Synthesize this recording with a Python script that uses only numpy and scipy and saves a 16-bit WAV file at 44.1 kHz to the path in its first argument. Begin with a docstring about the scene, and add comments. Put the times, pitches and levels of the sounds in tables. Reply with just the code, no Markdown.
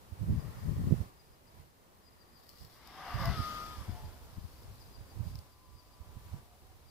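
"""Gusts buffet both microphone ports on a hilltop, over a breeze that hisses in the pines and murmurs
in the valley. A small bird chirps far off and clothes rustle. A model glider sings as it dives closer,
swooshes past and sails away over the valley: air rushing over its wings makes the roar and hiss,
and the gaps of its control surfaces hoot and whistle."""
import sys
import numpy as np
from scipy import signal
from scipy.fft import rfft, irfft, next_fast_len
from scipy.io import wavfile
from scipy.ndimage import uniform_filter1d, map_coordinates

SR = 44100
rng = np.random.default_rng(int(sys.argv[2]) if len(sys.argv) > 2 else 0)


def log_audio(samples):
    """Write samples as a 16-bit WAV file to the path given in sys.argv[1]."""
    # one column per channel
    frames = np.atleast_2d(samples).T
    # limit to full scale, then quantise
    limited = np.clip(frames, -1, 1)
    pcm = np.round(limited * 32767).astype(np.int16)
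    wavfile.write(sys.argv[1], SR, pcm)


N = 304290
T = np.arange(N) / SR
TURNED = np.clip((T - 2.6) / 1.1, 0, 1)  # the microphone swings from the pines (0) to the valley (1)


def amp(db):
    """Decibels to gain."""
    return 10 ** (np.asarray(db) / 20)


def unit(x):
    """Scale to rms 1."""
    return x / np.sqrt(np.mean(x ** 2) + 1e-20)


def along(points, hz):
    """Read a curve of (Hz, value) points on a log frequency axis."""
    freqs, values = np.transpose(points)
    return np.interp(np.log(hz + 1), np.log(freqs + 1), values)


def automation(points):
    """Join (seconds, value) points into one value per sample."""
    times, values = np.transpose(points)
    return np.interp(T, times, values)


def wobble(rate):
    """A smooth random curve with `rate` knots a second."""
    return map_coordinates(rng.standard_normal(int(N * rate / SR) + 4), [T * rate])


def swell(start, hold, attack, release):
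    """Full level from `start` for `hold` seconds; attack and release are seconds per 20 dB."""
    return amp(-20 * (np.maximum(start - T, 0) / attack + np.maximum(T - start - hold, 0) / release))


def filtered(x, response):
    """Equalise x with a gain given as a function of Hz."""
    size = next_fast_len(N + SR // 2)
    return irfft(rfft(x, size) * response(np.fft.rfftfreq(size, 1 / SR)), size)[..., :N]


def pan(db):
    """Constant-power gains with the left `db` above the right."""
    gains = amp(np.array([np.atleast_1d(db), -np.atleast_1d(db)]) / 2)
    return gains / np.sqrt(np.mean(gains ** 2, axis=0))


def rush(spectrum, alike, patchy_db):
    """Stereo noise of rms 1 with patches of random gain; `alike` is (Hz, left-right correlation)."""
    def mid_side_gains(hz):
        width = np.arccos(np.clip(along(alike, hz), -1, 1)) / 2
        return amp(along(spectrum, hz)) * [np.cos(width), np.sin(width)]

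    bins = signal.stft(rng.standard_normal((2, N)), nperseg=1024)[2]
    patches = uniform_filter1d(rng.standard_normal(bins.shape[1:]), size=4, axis=0)
    patches = uniform_filter1d(patches, size=8, axis=1)
    noise = signal.istft(bins * amp(patchy_db * unit(patches)), nperseg=1024)[1][:, :N]
    mid, side = filtered(noise, mid_side_gains)
    return unit(np.array([mid + side, mid - side]))


def varispeed(x, speed):
    """Read x at a changing speed, so that all its pitches follow."""
    clock = np.cumsum(speed * np.ones_like(x), axis=1)
    return np.array([map_coordinates(side, [at], mode="mirror") for side, at in zip(x, clock)])


def bearing_delay(x, lag_ms):
    """A sound from the right reaches the left port later."""
    left = map_coordinates(x[0], [(T - lag_ms / 1000) * SR], mode="nearest")
    return np.array([left, x[1]])


# The colour of the microphone ports. Each row: frequency in Hz, left over right in dB.
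PORT_COLOUR = [(400, -1.5), (1000, 4), (2200, 1), (3300, 6), (4700, 18), (6500, 3), (9000, -3.5),
               (12500, -11.5), (15500, -5)]
def ports(x, share=1):
    """Each port's cavity colours near sounds in its own way; diffuse ones take a smaller share."""
    return filtered(x, lambda hz: pan(share * along(PORT_COLOUR, hz)))


# The valley's dark bed and the pines' airy top. Each row: frequency in Hz, relative level in dB.
VALLEY_SPECTRUM = [(120, -2), (200, -0.5), (450, -3), (700, -4.5), (1000, -4.5), (1400, -10.5), (3000, -24),
                   (6000, -75)]
PINE_SPECTRUM = [(500, -18), (1800, 0.5), (3000, 0.5), (4800, 1), (6500, -2.5), (9000, -3), (12500, -1.5),
                 (15500, -3)]
# The breeze's rise and fall, which also drives the buffeting. Each row: time in seconds, dB over calm.
BREEZE_STRENGTH = [(0, 3), (.36, 8), (1.02, 9.5), (1.12, 2.5), (1.42, 0), (1.6, 3.5), (1.7, -.5), (2.9, 2),
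                   (3.9, 7.5), (4.4, 5.5), (5.08, 5), (5.3, 7.5), (5.55, 0.5), (5.95, 2), (6.33, 7),
                   (6.48, 2), (6.9, 2)]
def breeze():
    """A low murmur from the valley and a fine hiss from the pines swell with the wind."""
    wind_db = automation(BREEZE_STRENGTH)
    murmur = rush(VALLEY_SPECTRUM, [(300, 0.47), (1000, 0.58), (3000, 0.1)], patchy_db=0.77)
    murmur *= amp(-65 + 1.185 * wind_db - 2 * TURNED + 0.7 * wobble(9))
    murmur = bearing_delay(murmur, lag_ms=np.interp(T, [2.8, 4], [0.35, 0.15]))
    hiss = amp(-68.5 + wind_db + 0.15 * wobble(11)) * rush(PINE_SPECTRUM, [(1000, 0.022)], patchy_db=0.5)
    return murmur * pan(1.0) + ports(hiss, share=0.21) * pan(0.4)


# The wind's deep rumble and the flutter on top. Each row: frequency in Hz, relative level in dB.
RUMBLE_SPECTRUM = [(15, -28), (45, -4), (75, 0.5), (105, -0.5), (150, -5.5), (220, -18), (350, -33),
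                   (600, -53), (2500, -64)]
FLUTTER_SPECTRUM = [(120, -21), (250, 0.5), (420, -7), (600, -24), (1200, -42), (3000, -90)]
# Gust hits. Each row: start in seconds, hold in seconds, level in dB, left over right in dB.
PORT_GUSTS = [(0.213, .03, -35, -13), (0.286, 0.041, -27.5, -2), (0.344, 0.043, -35, 15),
              (0.419, 0.076, -44, 18.5), (0.551, 0.035, -47, -8), (.64, 0.094, -34.5, 13),
              (0.768, .12, -32.5, 5), (0.91, .025, -26.5, -19), (0.977, 0.039, -35, -15.5),
              (1.297, 0.019, -57.5, -10.5), (1.553, 0.064, -55, -16), (2.611, 0.05, -55, -12),
              (3.144, 0.15, -36.5, -14), (3.263, .065, -33.5, 15), (3.38, 0.042, -39, -17),
              (3.787, 0.029, -43, -19), (3.887, 0.068, -42.5, 16), (4.028, 0.057, -44.5, -6),
              (4.373, 0.099, -50.5, 13), (4.65, 0.055, -49, 8), (4.987, 0.029, -46, -17.5),
              (5.16, .12, -40.5, -18), (5.3, 0.094, -45, -6), (5.692, 0.078, -55, -11.5),
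              (6.092, 0.021, -47.5, -16), (6.26, 0.1202, -51, -5.5), (6.628, 0.3, -60, -8.5)]
def buffeting():
    """Each port has its own turbulence; faster air sweeps the eddies by at a higher pitch."""
    draught = amp(-68 + 1.9 * automation(BREEZE_STRENGTH) + 2.5 * TURNED) * pan(-2.467)
    gust_power = sum((amp(db) * pan(side_db) * swell(start, hold, attack=0.03057, release=0.04)) ** 2
                     for start, hold, db, side_db in PORT_GUSTS)
    strength = np.sqrt(draught ** 2 + gust_power)
    facing = np.interp(TURNED, [0, 1], [1.04, 0.86])  # air crosses the ports slower after the turn
    airspeed = facing * (strength / amp(-44) + 0.2) ** 0.11
    rumble = varispeed(rush(RUMBLE_SPECTRUM, [(100, 0.018)], patchy_db=0.97), airspeed)
    local_power = np.abs(uniform_filter1d(rumble ** 2, size=2200))
    rumble = unit(rumble / np.sqrt(local_power + 0.032))  # evens out the eddies' sizes
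    buffets = strength * unit(rumble * amp(2.16 * np.array([wobble(40), wobble(40)])))
    crests = np.clip(rumble, 0, 2) ** 1.4  # in hard gusts, small eddies break off each big one's crest
    flutter_gain = amp(-43) * crests * (strength / amp(-28)) ** 2.07
    return buffets + flutter_gain * rush(FLUTTER_SPECTRUM, [(100, 0.02)], patchy_db=1.0)


# Single wind thumps. Each row: centre in seconds, peak level in dB, left over right in dB.
EDDY_HITS = [(.131, -34, -22), (0.309, -22, -7), (.377, -29.5, 14), (.926, -13, -23), (1.01, -29.5, -17),
             (3.276, -26.5, -4), (3.4, -24, -16), (3.895, -29, 18), (4.382, -35, 18), (4.449, -36, 25),
             (5.206, -25, -29), (6.014, -39, -24), (6.17, -38, -18), (6.34, -31, -31)]
def eddies():
    """Single eddies thump a port; stronger ones sweep by faster, so they are shorter and higher."""
    reference_hz, reference_db = 92.6, -29.5
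    thumps = np.zeros((2, N))
    for centre, peak_db, side_db in EDDY_HITS:
        hz = reference_hz * amp(peak_db - reference_db) ** 0.16
        cycles = (T - centre) * hz
        swirl = 2 * np.pi * cycles + 0.58 * wobble(3.1 * hz) + rng.uniform(0, 2 * np.pi)
        thumps += amp(peak_db) * pan(side_db) * np.exp(-(cycles / 0.87) ** 2) * np.sin(swirl)
    return thumps


# The distant bird's phrases. Each row: time in seconds, pitch in Hz, level in dB before the echo mix.
BIRD_CHIRPS = [(0.409, 4920, -63), (0.601, 4900, -65.5), (1.205, 4900, -65.5), (1.338, 4960, -71),
               (1.485, 4880, -70), (2.079, 4870, -61.5), (2.219, 4720, -61.5), (2.369, 4800, -62),
               (3.915, 4940, -63.5), (4.06, 4840, -63.5), (4.819, 4920, -59), (4.956, 4845, -58),
               (5.113, 4775, -62.5), (5.531, 4790, -70), (5.659, 4830, -72), (5.795, 4770, -61.5),
               (5.938, 4770, -66), (6.891, 4690, -63.5)]
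def bird():
    """Each chirp starts soft and level, swells as it falls and breaks off; the trees scatter an echo."""
    shape_ms = [-45, -35, -15, -6, 3, 11, 17]
    bend = [1.03, 1.03, 1.022, 1.016, 0.992, 0.962, 0.935]
    loudness = [0, 0.25, 0.3, 0.9, 1, 0.65, 0]
    quaver = 1 + 0.008 * wobble(180)
    song = np.zeros(N)
    for time, hz, db in BIRD_CHIRPS:
        age_ms = (T - time) * 1000 * rng.uniform(0.85, 1.3)
        pitch = hz * quaver * np.interp(age_ms, shape_ms, bend) ** rng.uniform(0.55, 1.1)
        song += amp(db) * np.interp(age_ms, shape_ms, loudness) * np.sin(2 * np.pi * np.cumsum(pitch) / SR)
    song *= amp(1.2 * wobble(120))  # moving air makes it flicker
    t = T[:SR // 2]
    build_s, decay_s = 0.065, 0.5
    tail = rng.standard_normal((2, len(t))) * amp(-60 * t / decay_s) * np.minimum(t / build_s, 1)
    echo = signal.fftconvolve(song[None], tail / np.linalg.norm(tail[0]), axes=1)[:, :N]
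    return ports(amp(0.9) * song + amp(-8.0) * echo)


# The glider's stereo image. Each row: frequency in Hz, left-right likeness (1 and above is mono).
GLIDER_ALIKE = [(400, 1.25), (1100, 0.9), (2000, 0.5), (4000, 0.26), (9000, -0.1)]
# The dive's hollow resonances. Each row: frequency in Hz, relative level in dB.
DIVE_SPECTRUM = [(700, -40), (950, -9), (1120, 1), (1300, -6.5), (1550, -14.5), (1880, -3), (2300, -16),
                 (4000, -62)]
# Its early swells. Each row: start in seconds, hold in seconds, level in dB.
DISTANT_SWELLS = [(0.415, 0.15, -64.5), (0.79, .1, -67.5)]
def dive():
    """Air over the diving glider sings out twice from afar, then grows steadily as it nears."""
    singing = sum(amp(db) * swell(start, hold, attack=0.25, release=0.27)
                  for start, hold, db in DISTANT_SWELLS)
    nearing = amp(-69) * swell(2.98, 0, attack=2.1, release=0.4)
    return (singing + nearing) * rush(DIVE_SPECTRUM, GLIDER_ALIKE, patchy_db=2)


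# The fabric's crisp tone. Each row: frequency in Hz, relative level in dB.
FABRIC_SPECTRUM = [(1500, -26), (3500, -8.5), (4900, 1), (6300, -13), (10000, -15), (12500, -6.5),
                   (15500, -11)]
# Sliding strokes. Each row: start in seconds, hold in seconds, level in dB.
FABRIC_RUBS = [(2.426, 0.091, -69), (2.611, 0.022, -61.5), (2.724, 0.031, -63.5), (3.13, .03, -68),
               (3.223, 0.049, -55), (4.249, 0.36, -68.5), (4.716, 0.19, -67), (5.282, 0.12, -68.5),
               (5.5, 0.447, -75)]
# Sharp snaps. Each row: time in seconds, relative level in dB.
FABRIC_SNAPS = [(2.4915, -40.5), (2.648, -45.5), (2.8732, -37), (3.256, -28.5), (4.7212, -59), (5.355, -38),
                (5.3887, -38.3)]
def clothes():
    """Fabric slides in uneven grains and now and then snaps."""
    strokes = sum(amp(db) * swell(start, hold, attack=0.22, release=0.1)
                  for start, hold, db in FABRIC_RUBS)
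    grains = unit(amp(2.3 * wobble(60) + 2.05 * wobble(400)))
    snaps = sum(amp(db - 9.5) * np.exp(-np.abs(T - time - 0.0015) / 0.0013) for time, db in FABRIC_SNAPS)
    return ports((strokes * grains + snaps) * rush(FABRIC_SPECTRUM, [(1000, 0.19)], patchy_db=3.0))


# The swoosh's layers: wing roar before its Doppler shift, trailing-edge hiss and tail sizzle.
# Each row: frequency in Hz, relative level in dB.
ROAR_SPECTRUM = [(210, -48), (350, -29), (409, -20.5), (491, -24), (545, -9), (638, -13), (696, -2),
                 (835, -7), (1180, -1.5), (1380, -14), (1580, -6), (1750, -12), (2100, -11), (2480, -26.5),
                 (2800, -17), (3640, -37), (6160, -120)]
EDGE_SPECTRUM = [(150, 7.5), (350, 3.5), (900, -4), (1600, -0.5), (2200, 1), (2550, -3.5), (3500, 2),
                 (4100, -2), (4900, 2), (5700, -5), (7000, -16.5), (10000, -16), (12500, -9.5),
                 (15500, -23)]
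SIZZLE_SPECTRUM = [(3000, -25), (5000, -3), (7000, -3), (10000, -5), (12600, -1), (15500, -7)]
def swoosh(off_axis):
    """Vortices shed by the wings roar ahead; trailing edges hiss loudest abeam; the tail sizzles aft."""
    abeam_s, speed_m_per_s, closest_m = 3.385, 30.7, 12.4  # a straight pass
    past_m = speed_m_per_s * (T - abeam_s)
    nearness = closest_m / np.hypot(closest_m, past_m)
    off_nose_deg = np.degrees(np.arctan2(closest_m, -past_m))
    receding = np.tanh((T - 3.36) / 0.3)  # -1 approaching, +1 leaving
    doppler = 1 / (1 + 0.09 * (receding + 0.6))
    forward_lobe = np.exp(-np.abs((off_nose_deg - 64.4) / 19.4) ** 4)
    wake = amp(-54.5) * nearness ** 1.6  # the weaker roar in all other directions
    roar_gain = np.hypot(amp(-41.5) * nearness * forward_lobe, wake)
    roar = roar_gain * varispeed(rush(ROAR_SPECTRUM, GLIDER_ALIKE, patchy_db=2.0), doppler)
    hiss = amp(-46.5) * nearness ** 3.02 * rush(EDGE_SPECTRUM, GLIDER_ALIKE, patchy_db=2.0)
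    aft = 0.5 + 0.5 * np.tanh((off_nose_deg - 89) / 14)
    sizzle = amp(-56.5) * nearness ** 2.2 * aft * rush(SIZZLE_SPECTRUM, GLIDER_ALIKE, patchy_db=3.5)
    banked = swell(2.885, 1.16, attack=0.49, release=0.88)  # it shows its wings only near the hilltop
    return (roar + hiss + sizzle * pan(3.64 * off_axis)) * banked


def edge_tone(hz, jitter, rough):
    """An edge tone of rms 1 that turbulence shakes in pitch (jitter) and strength (rough)."""
    phase = 2 * np.pi * np.cumsum(hz * (1 + jitter * wobble(70))) / SR
    return unit(np.sin(phase) * (1 + rough * wobble(160)))


# Short, fluty accents. Each row: centre in seconds, length in seconds, pitch in Hz, level in dB.
BANKING_HOOTS = [(3.034, 0.16, 770, -53.5), (3.023, 0.069, 1199, -55), (3.145, 0.084, 1204, -45.5),
                 (3.23, .1, 1163, -45), (3.275, 0.072, 675.5, -44.5), (3.29, 0.087, 2008, -50.5),
                 (3.963, 0.14, 713, -61), (3.975, 0.083, 870, -59.5), (4.056, .07, 854, -59),
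                 (6.519, 0.11, 715, -68.5), (6.66, .22, 748, -73)]
def hoots():
    """Gaps in the wing hoot briefly as the glider banks."""
    sound = np.zeros(N)
    for centre, length, hz, db in BANKING_HOOTS:
        envelope = np.exp(-(2 * (T - centre) / length) ** 2)
        sound += amp(db) * envelope * edge_tone(hz, jitter=0.00926, rough=0.13)
    return sound


# The close whistle's wavering fall. Each row: time in seconds, pitch in Hz.
WHISTLE_GLIDE = [(3.33, 1308), (3.38, 1258), (3.44, 1233), (3.49, 1247), (3.56, 1230), (3.67, 1254),
                 (3.74, 1239), (3.81, 1170)]
def near_whistle():
    """A gap in the wing sings as it passes, with a weaker tone on either side."""
    hz = automation(WHISTLE_GLIDE)
    tones = edge_tone(hz, jitter=0.00501, rough=0.11)
    tones += amp(-11) * edge_tone(1.095 * hz, jitter=0.00997, rough=0.23)
    tones += amp(-15) * edge_tone(0.97 * hz, jitter=0.0202, rough=0.92)
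    envelope = swell(3.385, 0.22, attack=0.15, release=0.28)
    cutoff = swell(0, 3.82, attack=1, release=0.1)
    return tones * amp(-44 + 1.6 * wobble(21.93)) * envelope * cutoff


def far_whistle():
    """A faint two-tone gap whistle sinks as the glider slows over the valley."""
    start_s, start_hz, sag_hz_per_s = 5.3, 1038, 50
    hz = (start_hz - sag_hz_per_s * (T - start_s)) * (1 + 0.008 * wobble(8))
    upper_hz = 1172 * (hz / 1012) ** 0.3
    tones = edge_tone(hz, jitter=0.004, rough=0.16)
    tones += amp(-4.5) * edge_tone(upper_hz, jitter=0.00352, rough=0.22)
    return tones * amp(-74.5 + 2.1 * wobble(7)) * swell(start_s, 1.083, attack=0.23, release=0.33)


def glider():
    """The whole flight at the two ports, swinging off the microphone's axis as it passes."""
    off_axis = np.interp(T, [3.3, 3.55, 4.1], [0, 1, 0.2])
    whistles = (hoots() + near_whistle() + far_whistle()) * pan(4 * off_axis)
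    flight = ports(dive() + swoosh(off_axis) + whistles)
    return bearing_delay(flight, lag_ms=0.13 * off_axis)


def scene():
    """Everything heard on the hilltop."""
    return breeze() + buffeting() + eddies() + bird() + glider() + clothes()


def record(dry):
    """A brick-wall low-pass takes off the very top."""
    return filtered(dry, lambda hz: hz < 15600)


dry = scene()
out = record(dry)
log_audio(out)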